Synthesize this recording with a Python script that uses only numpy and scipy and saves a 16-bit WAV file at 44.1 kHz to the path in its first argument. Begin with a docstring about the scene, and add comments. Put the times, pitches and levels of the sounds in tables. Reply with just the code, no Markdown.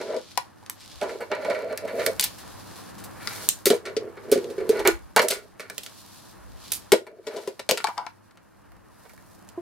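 """Fingerboard over ramp and box

A fingerboard rolls and flips over a hollow plastic ramp and a box on a hard floor in a small room.
Wheel bumps and landings excite ringing modes: hollow obstacles, wooden deck and metallic trucks.
Edges crack as short noise bursts and rattle out; skin and sleeve rustle as swelling noise strokes.
Underneath lie hand rumble, house bass with a mains hum, a mid wash and a faint hiss."""
import sys
import numpy as np
from scipy import signal
from scipy.fft import rfft, irfft, next_fast_len
from scipy.io import wavfile

SR = 44100
rng = np.random.default_rng(int(sys.argv[2]) if len(sys.argv) > 2 else 0)


def master_out(mix):
    """Clip the mix to full scale and print it as 16-bit PCM to the path in sys.argv[1]."""
    frames = np.transpose(np.atleast_2d(mix))
    ceiling = np.clip(frames, -1, 1)
    pcm = np.round(ceiling * 32767).astype(np.int16)
    wavfile.write(sys.argv[1], SR, pcm)


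N = 423784
TIME = np.arange(N) / SR
PADDED = next_fast_len(N)
BINS_HZ = np.fft.rfftfreq(PADDED, 1 / SR) + 1   # the extra 1 Hz keeps the log axis finite

# Room noise, base level that its layers are set against: (time [s], level [dB])
ROOM_LEVEL = [(0.0, -65), (1.74, -61), (2.11, -55.5), (2.33, -57), (3.32, -53.5), (3.42, -54.5),
              (3.69, -62), (4.63, -57), (5.19, -65.5), (5.49, -65.5), (6.61, -60.5), (6.8, -60),
              (6.93, -63), (7.04, -74), (7.76, -67.5), (8.46, -68), (8.73, -65.5), (9.61, -63)]
BASS_DB, MIDDLE_DB, AIR_DB, AIR_TREBLE_DB, GRIP_DB = 4, 6, -12.5, -6, -12   # against that base
# Spectra of hand rumble, house bass and mid wash: (frequency [Hz], level per Hz [dB])
HANDLING_SPECTRUM = [(15, -45), (28, -18.5), (45, -5.5), (58, -2), (75, -13.5), (110, -34), (200, -75.5)]
BASS_SPECTRUM = [(47, -37), (80, -1.5), (108, -1), (167, -8), (195, 0.5), (222, -5.5), (266, -4.5),
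                 (339, -3.5), (450, -19.5), (580, -46.5), (990, -120)]
MIDDLE_SPECTRUM = [(210, -40.5), (350, 0), (460, 2.5), (700, 1.5), (1080, 2), (1400, -2.5), (1800, -3.5),
                   (2050, -10), (2900, -14.5), (3500, -23), (5000, -61.5)]
# Stereo width of room noise and rustle: (frequency [Hz], left-right likeness [-1 to 1])
LIKENESS = [(30, -0.84), (60, -0.85), (150, 0.013), (380, -0.67), (950, 0.4), (2380, 1), (5980, -0.21),
            (15000, 0.12)]
MAINS_HZ, MAINS_DB = 100.3, -8.5   # level against the house bass
# Shifts of the holding hand: (time [s], rumble level [dB])
SHIFTS = [(.96, -73), (2.14, -83), (2.55, -74), (3.15, -74), (4.52, -100), (4.95, -52.5), (5.4, -68),
          (6.02, -84), (6.502, -57.5), (8.699, -70.5), (9.15, -71)]
SHIFT_S = 0.12   # swell and fade
HISS_DB, CUTOFF_HZ = -88, 17000   # microphone self-noise; top cut

# Spectrum of the rustle: (frequency [Hz], level per Hz [dB])
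RUSTLE_SPECTRUM = [(1500, -26), (2400, -7), (3200, -3), (4300, 0), (6100, -4), (8000, -6), (10500, -4),
                   (13500, -8), (15800, -13), (16600, -30)]
# Strokes of skin and sleeve: (full from [s], held for [s], level below 6 kHz [dB], level above [dB])
STROKES = [(0, 0.29, -50.5, -82), (0.832, 0.27, -52, -68), (1.432, 0.16, -56, -64.5),
           (2.0, 0.05, -59, -48.5), (2.303, 0.58, -59, -61.5), (3.29, 0.16, -50.5, -43.5),
           (4.343, 0.078, -57.5, -65), (4.745, 0.057, -55.5, -55), (5.301, 0.038, -59.5, -64.5),
           (5.772, 0.48, -59, -58), (6.644, 0.057, -50, -56.5), (7.332, 0.11, -57.5, -60.5),
           (7.83, 0.033, -60.5, -57), (9, 0.39, -81, -66)]
STROKE_RISE_DB_PER_S, STROKE_FALL_DB_PER_S = 154, 97.5
GRAIN_DB = -5   # ticks of grit in the rustle

# Reverb of the small room
ROOM_T60_S, ROOM_DB, ROOM_BASS_HZ, ROOM_TREBLE_HZ = 0.17, -9, 670, 8900

# Blows, relative levels: (time [s], crack below 7 kHz [dB], crack above 7 kHz [dB],
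# trucks [dB], deck [dB], hollow obstacle [dB], rattle t60 [s])
BLOWS = [(0.0136, -25, -65, -30, -22, -37, 0.038), (0.144, -33, -57, -52, -51, -23, 0.031),
         (0.165, -26.5, -54, -57, -55, -18, 0.044), (0.3147, -38, -60, -43, -56, -72, 0.059),
         (0.375, -9.5, -14.5, -18.5, -8, -30, 0.027), (0.628, -46, -65, -62, -36.5, -68, 0.039),
         (0.6625, -26, -52, -62, -58, -66, 0.014), (0.6979, -19.5, -13, -41, -26, -72, 0.015),
         (0.804, -40, -73, -63, -64, -66, 0.2), (0.916, -31.5, -60, -61, -65, -61, 0.037),
         (1.014, -24.5, -49, -31, -29, -19.5, 0.037), (1.0241, -32.5, -51, -36, -40, -14.5, 0.13),
         (1.0924, -35, -64, -26, -40, -34, 0.12), (1.2056, -51, -40.5, -31, -34, -24.5, 0.17),
         (1.3156, -25.5, -59, -17.5, -21, -15.5, 0.034), (1.3505, -32, -51, -31, -35, -25.5, 0.036),
         (1.4481, -24, -56, -30, -27, -19, .04), (1.4995, -27.5, -58, -24, -29, -15, 0.074),
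         (1.5474, -37, -53, -20, -51, -42, 0.06), (1.7256, -36, -45, -32, -26, -27, 0.044),
         (1.7753, -21, -22, -26, -45, -60, 0.033), (1.8492, -40, -54, -40, -29, -16, 0.077),
         (1.8764, -42, -44, -27, -42, -29, 0.12), (1.9937, -31, -55, -22.5, -39, -18, 0.17),
         (2.0628, -12.5, -8.5, -8, -37, -16, 0.041), (2.1955, -8.5, -11.5, -25, -24.5, -36, 0.045),
         (2.2095, -29, -10.5, -43, -48, -36, 0.045), (2.2244, -17, -45, -47, -39, -46, 0.16),
         (2.239, -31, -6.5, -25, -29, -54, 0.052), (2.384, -40, -42, -43, -54, -52, 0.13),
         (2.9817, -43, -43.5, -53, -49, -62, 0.24), (3.0388, -40.5, -32, -63, -51, -55, 0.11),
         (3.2736, -10.5, -43, -15, -36, -63, 0.019), (3.489, -11, 8, -45, -59, -72, 0.012),
         (3.6562, -12, -9.5, -20, -30, -9, 0.12), (3.6656, -24, -17, -13, -25, -5.5, 0.042),
         (3.7023, -10, -19, -15, -25, -2.5, 0.065), (3.7384, -32.5, -33, -46, -36, -15, 0.13),
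         (3.8538, -31.5, -57, -23.5, -49, -30.5, 0.16), (3.9662, -18, -58, -21, -43, -13.5, 0.058),
         (4.171, -46, -64, -34, -42, -31, 0.049), (4.3156, -19, -15, -28, -30, -4, 0.059),
         (4.323, -22.5, -37, -23, -32, -9, 0.16), (4.356, -40, -41, -36, -43, -8, .05),
         (4.3753, -33, -38, -27, -42, -11, 0.071), (4.4431, -32, -66, -66, -51, -41, 0.035),
         (4.501, -38.5, -49, -50, -46, -26.5, 0.13), (4.5794, -41, -50.5, -33, -44, -15.5, 0.12),
         (4.6033, -40, -56, -30.5, -62, -19, 0.054), (4.6925, -20.5, -24, -27, -22, -4, 0.066),
         (4.7097, -27, -45, -24.5, -45, -44, .059), (4.7933, -25, -42, -34, -22, -26, 0.071),
         (4.85, -32, -32, -19, -18, -13, 0.24), (4.8741, -10, -0.5, -13, -39, -10.5, 0.029),
         (5.1622, -7.5, -10.5, -6.5, -6, -6, 0.053), (5.1718, -32, -31, -14, -9, -17, 0.11),
         (5.1928, -13, -31, -5, -17, -5.5, 0.046), (5.218, -22.5, -19, -35, -21, -14, 0.12),
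         (5.2839, -22.5, -13, -33, -44, -35, 0.073), (5.303, -20, -20, -33, -33, -17, 0.17),
         (5.5961, -32.5, -40, -21, -42, -25.5, 0.12), (5.699, -30, -20, -21, -32, -34.5, 0.025),
         (5.7805, -19, -19, -47, -46, -36, 0.037), (5.8333, -33, -32, -60, -47, -55, .071),
         (5.863, -22, -35, -33, -49, -63.5, 0.032), (6.7189, -19.5, -8.5, -33, -36, -38.5, 0.048),
         (6.731, -34, -21, -65, -58, -73, 0.16), (6.9197, -8.5, -5.5, -4, -4.5, 0, 0.045),
         (6.9339, -10.5, -30, -14, -22, -3, 0.038), (7.0665, -50.5, -48, -32.5, -34, -43, 0.087),
         (7.2682, -26, -45, -33, -32, -23, 0.081), (7.362, -31, -67, -45, -27, -35, 0.13),
         (7.4288, -45, -57, -40, -48, -51, 0.087), (7.4747, -25, -36, -39, -23, -17, 0.059),
         (7.5941, -22, -37, -21.5, -23, -26, 0.047), (7.69, -10.5, -23, -17.5, -16, -11.5, 0.086),
         (7.7109, -2, -11.5, -50, -17, -8, 0.023), (7.774, -12.5, -37, -18, -26, -31, 0.049),
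         (7.8027, -34, -45, -17, -46, -54, 0.021), (7.8422, -10, -29, -20, -2, -45, 0.027),
         (7.87, -19.5, -43, -15, -18, -49, .033), (7.8857, -40, -35, -37, -16, -54, .054),
         (7.979, -16, -53, -26, -19.5, -58, 0.015), (8.0656, -25.5, -58, -22, -19, -72, .017),
         (8.309, -46.5, -62, -48, -56, -77, 0.033), (8.3728, -43, -59, -39, -46.5, -73, 0.03),
         (8.719, -56, -48, -41.5, -46, -79, 0.03), (9.0527, -54.5, -56, -43.5, -38, -42, 0.072),
         (9.0944, -59, -41, -38.5, -70, -60, 0.054), (9.1344, -57, -42.5, -53.5, -45, -49, .05),
         (9.177, -53, -67, -38.5, -57, -61, 0.027), (9.489, -34.5, -36.5, -70, -71, -70, 0.04)]
# Runs of the wheels, one list a run: (time [s], pressure on the wheels as relative level [dB])
RUNS = [
    [(0.0, -17.5), (0.02, -25), (0.036, -33), (0.124, -29.5), (0.144, -30.5), (0.198, -41), (0.206, -46),
     (0.26, -60)],
    [(1.0, -54), (1.016, -22), (1.026, -24.5), (1.09, -35), (1.142, -32), (1.186, -41.5), (1.212, -30),
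     (1.3, -55.5)],
    [(1.3, -36), (1.32, -23.5), (1.41, -35), (1.518, -25.5), (1.534, -30), (1.546, -31), (1.696, -29),
     (1.7, -25)],
    [(1.7, -22), (1.732, -25.5), (1.77, -34.5), (2.006, -24), (2.058, -25.5), (2.066, -20.5), (2.138, -43),
     (2.19, -37.5)],
    [(3.2, -52), (3.266, -35.5), (3.274, -33), (3.284, -50), (3.312, -41.5), (3.348, -41), (3.402, -37.5),
     (3.48, -43)],
    [(3.72, -14), (3.76, -38), (3.798, -55), (3.842, -40), (3.87, -27), (3.96, -47)],
    [(3.98, -46), (3.996, -33), (4.06, -42.5), (4.074, -31.5), (4.138, -57), (4.184, -43), (4.208, -50),
     (4.31, -31)],
    [(4.39, -26), (4.42, -29), (4.434, -25), (4.452, -30.5), (4.572, -44.5), (4.58, -28), (4.686, -28.5),
     (4.69, -23)],
    [(4.72, -22), (4.726, -18), (4.796, -14), (4.842, -32), (4.85, -9.5), (4.884, -10.5), (4.894, -38),
     (4.96, -41.5)],
    [(5.22, -23.5), (5.236, -29), (5.29, -38), (5.296, -51), (5.32, -23.5), (5.348, -49), (5.354, -35.5),
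     (5.5, -66)],
    [(5.6, -36), (5.68, -52), (5.704, -33), (5.766, -67), (5.782, -40), (5.804, -58), (5.872, -51),
     (5.92, -65)],
    [(6.96, -32), (7.016, -46), (7.058, -70), (7.068, -45.5), (7.132, -42.5), (7.144, -51.5), (7.19, -39),
     (7.23, -77.5)],
    [(7.23, -71), (7.234, -54), (7.278, -37), (7.286, -36.5), (7.35, -25), (7.448, -49.5), (7.478, -29),
     (7.58, -83)],
    [(7.72, -27), (7.734, -33), (7.768, -43), (7.778, -45), (7.836, -61), (7.84, -29.5)],
    [(7.88, -41), (7.888, -32), (7.956, -58), (7.982, -22.5), (8.062, -45), (8.068, -32), (8.082, -53.5),
     (8.16, -75)],
]
# What sounds in each run, against its pressure: (box [dB], ramp [dB], deck buzz [dB], truck rasp [dB])
RUN_COLOUR = [(-4.5, -2.5, -8, -13), (-3, -1, -4, -11), (-12, -1, -10.5, -9), (-14, 1, -13.5, -11),
              (-13, -13.5, -8, -0.5), (-0.5, -3.5, -14, -16), (1, -6, -16, -16), (0, -21, -15, -21.5),
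              (-6.5, -12, -19.5, -15.5), (-2, -4.5, -29, -7.5), (-9.5, -7.5, -19, -8.5),
              (-3, -5.5, -29.5, -24.5), (-3.5, -2.5, -11.5, -12), (3.5, -1.5, -9, -15.5),
              (-30.5, -23, 2, -17)]
# While blows land on the box, not the ramp: (from [s], to [s])
ON_BOX = [(3.66, 5.0), (6.8, 6.93), (7.0, 7.55)]
# Where the board is in the stereo field: (time [s], left over right [dB])
PLACE = [(0, -2.5), (.38, 9.5), (.6, -1), (1.5, -2.5), (2.3, -1.5), (3.27, 5), (3.49, -5), (3.66, 1.5),
         (4.0, -1), (5.2, -2), (6.7, 0), (6.95, 3), (7.7, 2.5), (8.1, 7), (8.7, -4), (9.1, -8), (9.61, -1)]
# Ringing modes of each body: (frequency [Hz], relative level [dB], t60 [s])
RAMP_MODES = [(248, 1.5, 0.015), (395.3, -4.5, 0.07), (440, -2.5, 0.064), (506.7, -3.5, 0.081),
              (527, 0, 0.043), (626.5, 0, 0.052), (743, -28.5, 0.15)]
BOX_MODES = [(250, -10, 0.082), (338, -13, 0.15), (388.1, 1.5, 0.061), (434.4, -2, 0.065),
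             (476.7, -10.5, 0.13), (540.6, -6, 0.065), (704, -14.5, 0.13)]
DECK_MODES = [(723, -2.5, 0.024), (861, -4.5, 0.035), (921, -8, 0.061), (991, -5.5, 0.046),
              (1092, -8.5, 0.035), (1204, 2.5, .006)]
TRUCK_MODES = [(1152, -10.5, 0.029), (1417.6, -4.5, 0.034), (1710, -3.5, 0.022), (1970, 2.5, 0.0073),
               (2283, -1.5, 0.018), (2730, -5, 0.007), (3580, -6.5, 0.0043), (4290, -5, 0.0073)]
# Surface under the obstacles: (frequency [Hz], relative level [dB], t60 [s])
TABLE_MODES = [(150.4, -7.5, 0.036), (207.4, 0, 0.0607), (288, 2, 0.08)]
TABLE_DB = -22   # against the hollow obstacle
# A soft, lower hollow knock: (frequency [Hz], relative level [dB], t60 [s])
THUMP_MODES = [(353, 2.5, 0.12), (678, -7.5, 0.051), (1020, -13, 0.045)]
THUMP_S, THUMP_DB = 9.575, -24
# Air under the ramp and in the box: (frequency [Hz], width [Hz])
RAMP_CAVITY = (575, 340)
BOX_CAVITY = (415, 190)
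SMALL_BODY_HZ = 214   # below this the little objects hardly radiate
WHEEL_TURNS_PER_S = 42   # centre of a wandering speed

# Spectrum of the edge cracks: (frequency [Hz], level per Hz [dB])
CRACK_SPECTRUM = [(900, -41), (1800, -3.5), (3000, -0.5), (4400, 1), (6500, -2.5), (9500, -1), (13000, -1),
                  (15500, -3.5), (16500, -36)]
SNAP_T60_S = 0.0045
RATTLE_DB, RATTLE_DB_PER_OCTAVE = -8.5, 2   # against the crack at t60 50 ms; longer rattles start stronger
EDGE_SCATTER_DB = 3.0   # each edge faces the two sides a little differently
PORT_LAG = 0.24   # delay of the farther side [samples per dB of pan]


def amp(db):
    """Gain of a level in dB."""
    return 10 ** (np.asarray(db) / 20)


def rms_one(x):
    """Scale to rms 1."""
    return x / np.sqrt(np.mean(x ** 2) + 1e-20)


def in_time(rows):
    """Draw the second column of a curve, sample by sample."""
    s, value = np.transpose(rows)
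    return np.interp(TIME, s, value)


def at_hz(points, hz):
    """Read a spectrum on a log frequency axis."""
    points_hz, value = np.transpose(points)
    return np.interp(np.log(hz), np.log(points_hz), value)


def coloured(x, spectrum, share=1):
    """Give noise or clicks a smooth spectrum."""
    gain = amp(at_hz(spectrum, BINS_HZ)) * share
    return irfft(rfft(x, PADDED) * gain, PADDED)[..., :N]


def drift(rate_hz):
    """Slow random wander of spread 1: lowpassed noise, made at a twentieth of the sample rate."""
    r = np.exp(-40 * np.pi * rate_hz / SR)
    noise = rng.standard_normal(N // 20 + 2002)
    slow = signal.lfilter([1], [1, -2 * r, r * r], noise)[2000:]
    return np.interp(np.arange(N) / 20, np.arange(len(slow)), rms_one(slow))


def grains(per_s, spread_db):
    """Random clicks of uneven size and sign, rms 1."""
    sizes = amp(spread_db * np.minimum(rng.exponential(1, N), 4))
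    sizes *= rng.choice([-1, 1], N)
    return rms_one(sizes * (rng.random(N) < per_s / SR))


def panned(x, pan_db):
    """Left and right of one source."""
    return np.array([x * amp(pan_db / 2), x * amp(-pan_db / 2)])


def filtered(x, order, edge_hz, kind):
    """Butterworth filter."""
    return signal.sosfilt(signal.butter(order, edge_hz, kind, fs=SR, output="sos"), x)


def halves(x, split_hz):
    """Low and high part, rms 1 each; the inverted high part avoids a notch where they meet."""
    low, high = filtered(x, 2, split_hz, "low"), filtered(x, 2, split_hz, "high")
    return rms_one(low), -rms_one(high)


def wide_noise(spectrum, roughness_db):
    """Stereo noise whose likeness follows pitch; its mid part has rms 1 before the level flickers."""
    alike = np.clip(at_hz(LIKENESS, BINS_HZ), -.99, .99)
    share = np.sqrt([1 + alike, 1 - alike])
    mid, side = coloured(rng.standard_normal((2, N)), spectrum, share)
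    flicker = amp(roughness_db * drift(15))
    return np.array([mid + side, mid - side]) * flicker / np.sqrt(np.mean(mid ** 2))


def ring(force, hz, t60):
    """Two-pole resonator: a unit click sets a sine of about height 1 ringing and dying."""
    r, w = amp(-60 / (t60 * SR)), 2 * np.pi * hz / SR
    return signal.lfilter([0, np.sin(w)], [1, -2 * r * np.cos(w), r * r], force + 1e-18)


def cavity(x, hz, width_hz):
    """A broad air resonance, gain 1 on top: the thump swells over a few cycles."""
    r = np.exp(-np.pi * width_hz / SR)
    feedback = [1, -2 * r * np.cos(2 * np.pi * hz / SR), r * r]
    return signal.lfilter(np.array([1, 0, -1]) * (1 - r * r) / 2, feedback, x + 1e-18)


def struck(modes, level_db, contact_s, scatter_db):
    """Every blow pushes each mode with a strength of its own; a longer contact is a softer push."""
    at = (np.array(BLOWS)[:, 0] * SR).astype(int)
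    share = amp(np.array(modes)[:, 1])
    luck = amp(scatter_db * rng.standard_normal((len(at), len(modes))))
    # the colour varies from blow to blow, the strength stays
    luck *= np.sqrt(np.sum(share ** 2) / np.sum((share * luck) ** 2, axis=1, keepdims=True))
    out = np.zeros(N)
    for k, (hz, db, t60) in enumerate(modes):
        force = np.zeros(N)
        force[at] = amp(level_db + db) * luck[:, k] * (-1) ** k
        out += ring(force, hz, t60)
    push = np.hanning(int(contact_s * SR) + 3)
    return np.convolve(out, push / push.sum())[:N]


def rolled(modes, force, steady_force):
    """Wheel bumps through the modes of a body, scaled so that the steady force gives rms 1."""
    both = np.array([force, steady_force])
    out, steady = sum(amp(db) * ring(both, hz, t60) * (-1) ** k
                      for k, (hz, db, t60) in enumerate(modes))
    return out / np.sqrt(np.mean(steady ** 2))


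def room_noise():
    """Lumpy rumble of the holding hand, house bass with a mains hum, and a mid wash."""
    room_db = in_time(ROOM_LEVEL)
    hum = amp(MAINS_DB + 3.0 * drift(4)) * np.sin(2 * np.pi * MAINS_HZ * TIME)
    bass = (wide_noise(BASS_SPECTRUM, roughness_db=0.5) + hum) * amp(room_db + BASS_DB)
    grip = amp(room_db + GRIP_DB)
    for s, db in SHIFTS:
        grip += amp(db) * np.exp(-((TIME - s) / SHIFT_S) ** 2)
    rumble = wide_noise(HANDLING_SPECTRUM, roughness_db=3.0) * grip
    middle = wide_noise(MIDDLE_SPECTRUM, roughness_db=1.15) * amp(room_db + MIDDLE_DB)
    return rumble + bass + middle


def room(x):
    """Dense reflections, unlike in each ear, starting after a few milliseconds; weak in bass and top."""
    t = np.arange(int(.5 * SR)) / SR
    fade = amp(-60 * t / ROOM_T60_S) * np.clip(t / 0.0028 - .5, 0, 1)
    echo = filtered(rng.standard_normal((2, len(t))) * fade, 1, [ROOM_BASS_HZ, ROOM_TREBLE_HZ], "band")
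    echo *= amp(ROOM_DB) / np.sqrt(np.sum(echo ** 2, axis=1, keepdims=True))
    return signal.fftconvolve(x[None], echo, axes=1)[:, :N]


def rustle():
    """Skin and sleeve slide over grip tape and floor, noise with gritty ticks; a faint room hiss below."""
    ticks = rms_one(coloured(grains(250, spread_db=4.5), RUSTLE_SPECTRUM))
    slide = wide_noise(RUSTLE_SPECTRUM, roughness_db=1.5) + amp(GRAIN_DB) * ticks
    low, high = halves(slide, 6000)
    room_db = in_time(ROOM_LEVEL)
    low_gain, high_gain = amp(room_db + AIR_DB), amp(room_db + AIR_TREBLE_DB)
    for s, length, low_db, high_db in STROKES:
        rise_db = (TIME - s) * STROKE_RISE_DB_PER_S
        fall_db = (s + length - TIME) * STROKE_FALL_DB_PER_S
        shape = amp(np.minimum(0, np.minimum(rise_db, fall_db)))
        low_gain += amp(low_db) * shape
        high_gain += amp(high_db) * shape
    return low * low_gain + high * high_gain


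def runs():
    """Gain of each rolling layer (box, ramp, deck, trucks); silent between runs."""
    total = np.zeros((4, N))
    for run, colour_db in zip(RUNS, RUN_COLOUR):
        s, pressure_db = np.transpose(run)
        total += np.outer(amp(colour_db), amp(np.interp(TIME, s, pressure_db, -200, -200)))
    return total


def flat_spots():
    """One bump a wheel turn, at a wandering speed; rms 1."""
    speed = WHEEL_TURNS_PER_S * amp(1.2 * drift(5.6))
    turns = np.floor(np.cumsum(speed) / SR)
    return rms_one(np.diff(turns, prepend=0) * amp(2.1 * rng.standard_normal(N)))


def jangle(level_db):
    """Envelope of the loose chatter that follows each blow: a quick swell, then a decay."""
    out, after = np.zeros(N), np.arange(int(.2 * SR)) / SR
    for (s, *_, t60), db in zip(BLOWS, level_db):
        i = int(s * SR)
        chatter = amp(db - 60 * after / t60) * np.minimum(after / 0.0036, 1)
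        out[i:i + len(after)] += chatter[:N - i]
    return out


def table_thud():
    """The surface under the obstacles answers each blow with low, short modes."""
    hollow_db = np.array(BLOWS)[:, 5]
    return struck(TABLE_MODES, hollow_db + TABLE_DB, .002, scatter_db=2.5)


def hollow_thump():
    """One click rings a few hollow modes, each swelling through an air resonance."""
    knock = amp(THUMP_DB) * (np.arange(N) == int(THUMP_S * SR))
    return sum(cavity(ring(knock * amp(db), hz, t60), hz, 96) for hz, db, t60 in THUMP_MODES)


def obstacles(box_gain, ramp_gain):
    """Hollow ramp and box, struck and rolled on, each heard through the resonance of its air."""
    s, hollow_db = np.array(BLOWS)[:, 0], np.array(BLOWS)[:, 5]
    on_box = sum((s > start) & (s < end) for start, end in ON_BOX) > 0
    # out-of-round wheels bump in lumps
    bumps = grains(700, spread_db=2.5) * amp(4.5 * drift(9))
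    ramp = struck(RAMP_MODES, np.where(on_box, -200, hollow_db - 4.5), 0.00071, scatter_db=5.5)
    ramp += rolled(RAMP_MODES, bumps * ramp_gain * amp(0.5), bumps)
    knocks = 1.1 * bumps + flat_spots()
    box = struck(BOX_MODES, np.where(on_box, hollow_db - 1.0, -200), 0.001, scatter_db=5.5)
    box += rolled(BOX_MODES, knocks * box_gain, knocks)
    return cavity(ramp, *RAMP_CAVITY) + cavity(box, *BOX_CAVITY)


def deck_and_trucks(deck_gain, rasp_gain):
    """Wooden deck and trucks ring from blows, from the grit under the wheels and from loose chatter."""
    trucks_db, deck_db = np.array(BLOWS)[:, 3], np.array(BLOWS)[:, 4]
    grit = grains(1400, spread_db=1.5) * amp(3.3 * drift(6.7))
    trucks = struck(TRUCK_MODES, trucks_db - 8.5, 0.00028, scatter_db=4.5)
    rasp = rasp_gain * amp(-5.5) + jangle(trucks_db - 8.5)
    trucks += rolled(TRUCK_MODES, grit * rasp, grit)
    deck = struck(DECK_MODES, deck_db - 9.0, 0.00054, scatter_db=7.0)
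    buzz = deck_gain * amp(-7.5) + jangle(deck_db - 10.5)
    deck += rolled(DECK_MODES, grit * buzz, grit)
    return trucks + deck


def bodies():
    """All ringing bodies; the little ones lose their bass, the surface below keeps it."""
    box_gain, ramp_gain, deck_gain, rasp_gain = runs()
    small = obstacles(box_gain, ramp_gain) + deck_and_trucks(deck_gain, rasp_gain) + hollow_thump()
    return filtered(small, 2, SMALL_BODY_HZ, "high") + table_thud()


def cracks():
    """Each edge snaps in milliseconds, then the loose board rattles out; the nearer side hears it first."""
    noise = halves(coloured(rng.standard_normal(N), CRACK_SPECTRUM), 7000)
    rattle = halves(coloured(grains(2500, spread_db=3.0), CRACK_SPECTRUM), 7000)
    out, after = np.zeros((2, N + 99)), np.arange(int(.2 * SR)) / SR
    snap = amp(-60 * after / SNAP_T60_S) * np.minimum(after / 0.00025, 1)
    place_db = in_time(PLACE)
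    for (s, low_db, high_db, *_, t60), facing in zip(BLOWS, rng.standard_normal(len(BLOWS))):
        i = int(s * SR)
        n = min(len(after), N - i)
        pan_db = place_db[i] + EDGE_SCATTER_DB * facing
        rattle_db = RATTLE_DB + RATTLE_DB_PER_OCTAVE * np.log2(t60 / .05)
        dying = amp(rattle_db - 60 * after / t60) * np.minimum(after / 0.0014, 1)
        burst = np.zeros(n)
        for db, hiss, clicks in zip((low_db, high_db), noise, rattle):
            burst += amp(db - 3.0) * (snap[:n] * hiss[i:i + n] + dying[:n] * clicks[i:i + n])
        for ear, x, lead_db in zip(out, panned(burst, pan_db), (pan_db, -pan_db)):
            late = i + max(round(-PORT_LAG * lead_db), 0)
            ear[late:late + n] += x
    return out[:, :N]


def scene():
    """Board and obstacles close by, with their reflections, over rustle and room noise."""
    board = panned(bodies(), 0.75 * in_time(PLACE)) + cracks()
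    return room_noise() + rustle() + room(board.mean(axis=0)) + board


def record(dry):
    """Faint microphone self-noise; peaks beyond 0.97 clip, then the top is cut steeply."""
    noisy = dry + amp(HISS_DB) * rng.standard_normal((2, N))
    top_cut = signal.cheby2(18, 90, CUTOFF_HZ, fs=SR, output="sos")
    return signal.sosfilt(top_cut, np.clip(noisy, -.97, .97))


dry = scene()
out = record(dry)
master_out(out)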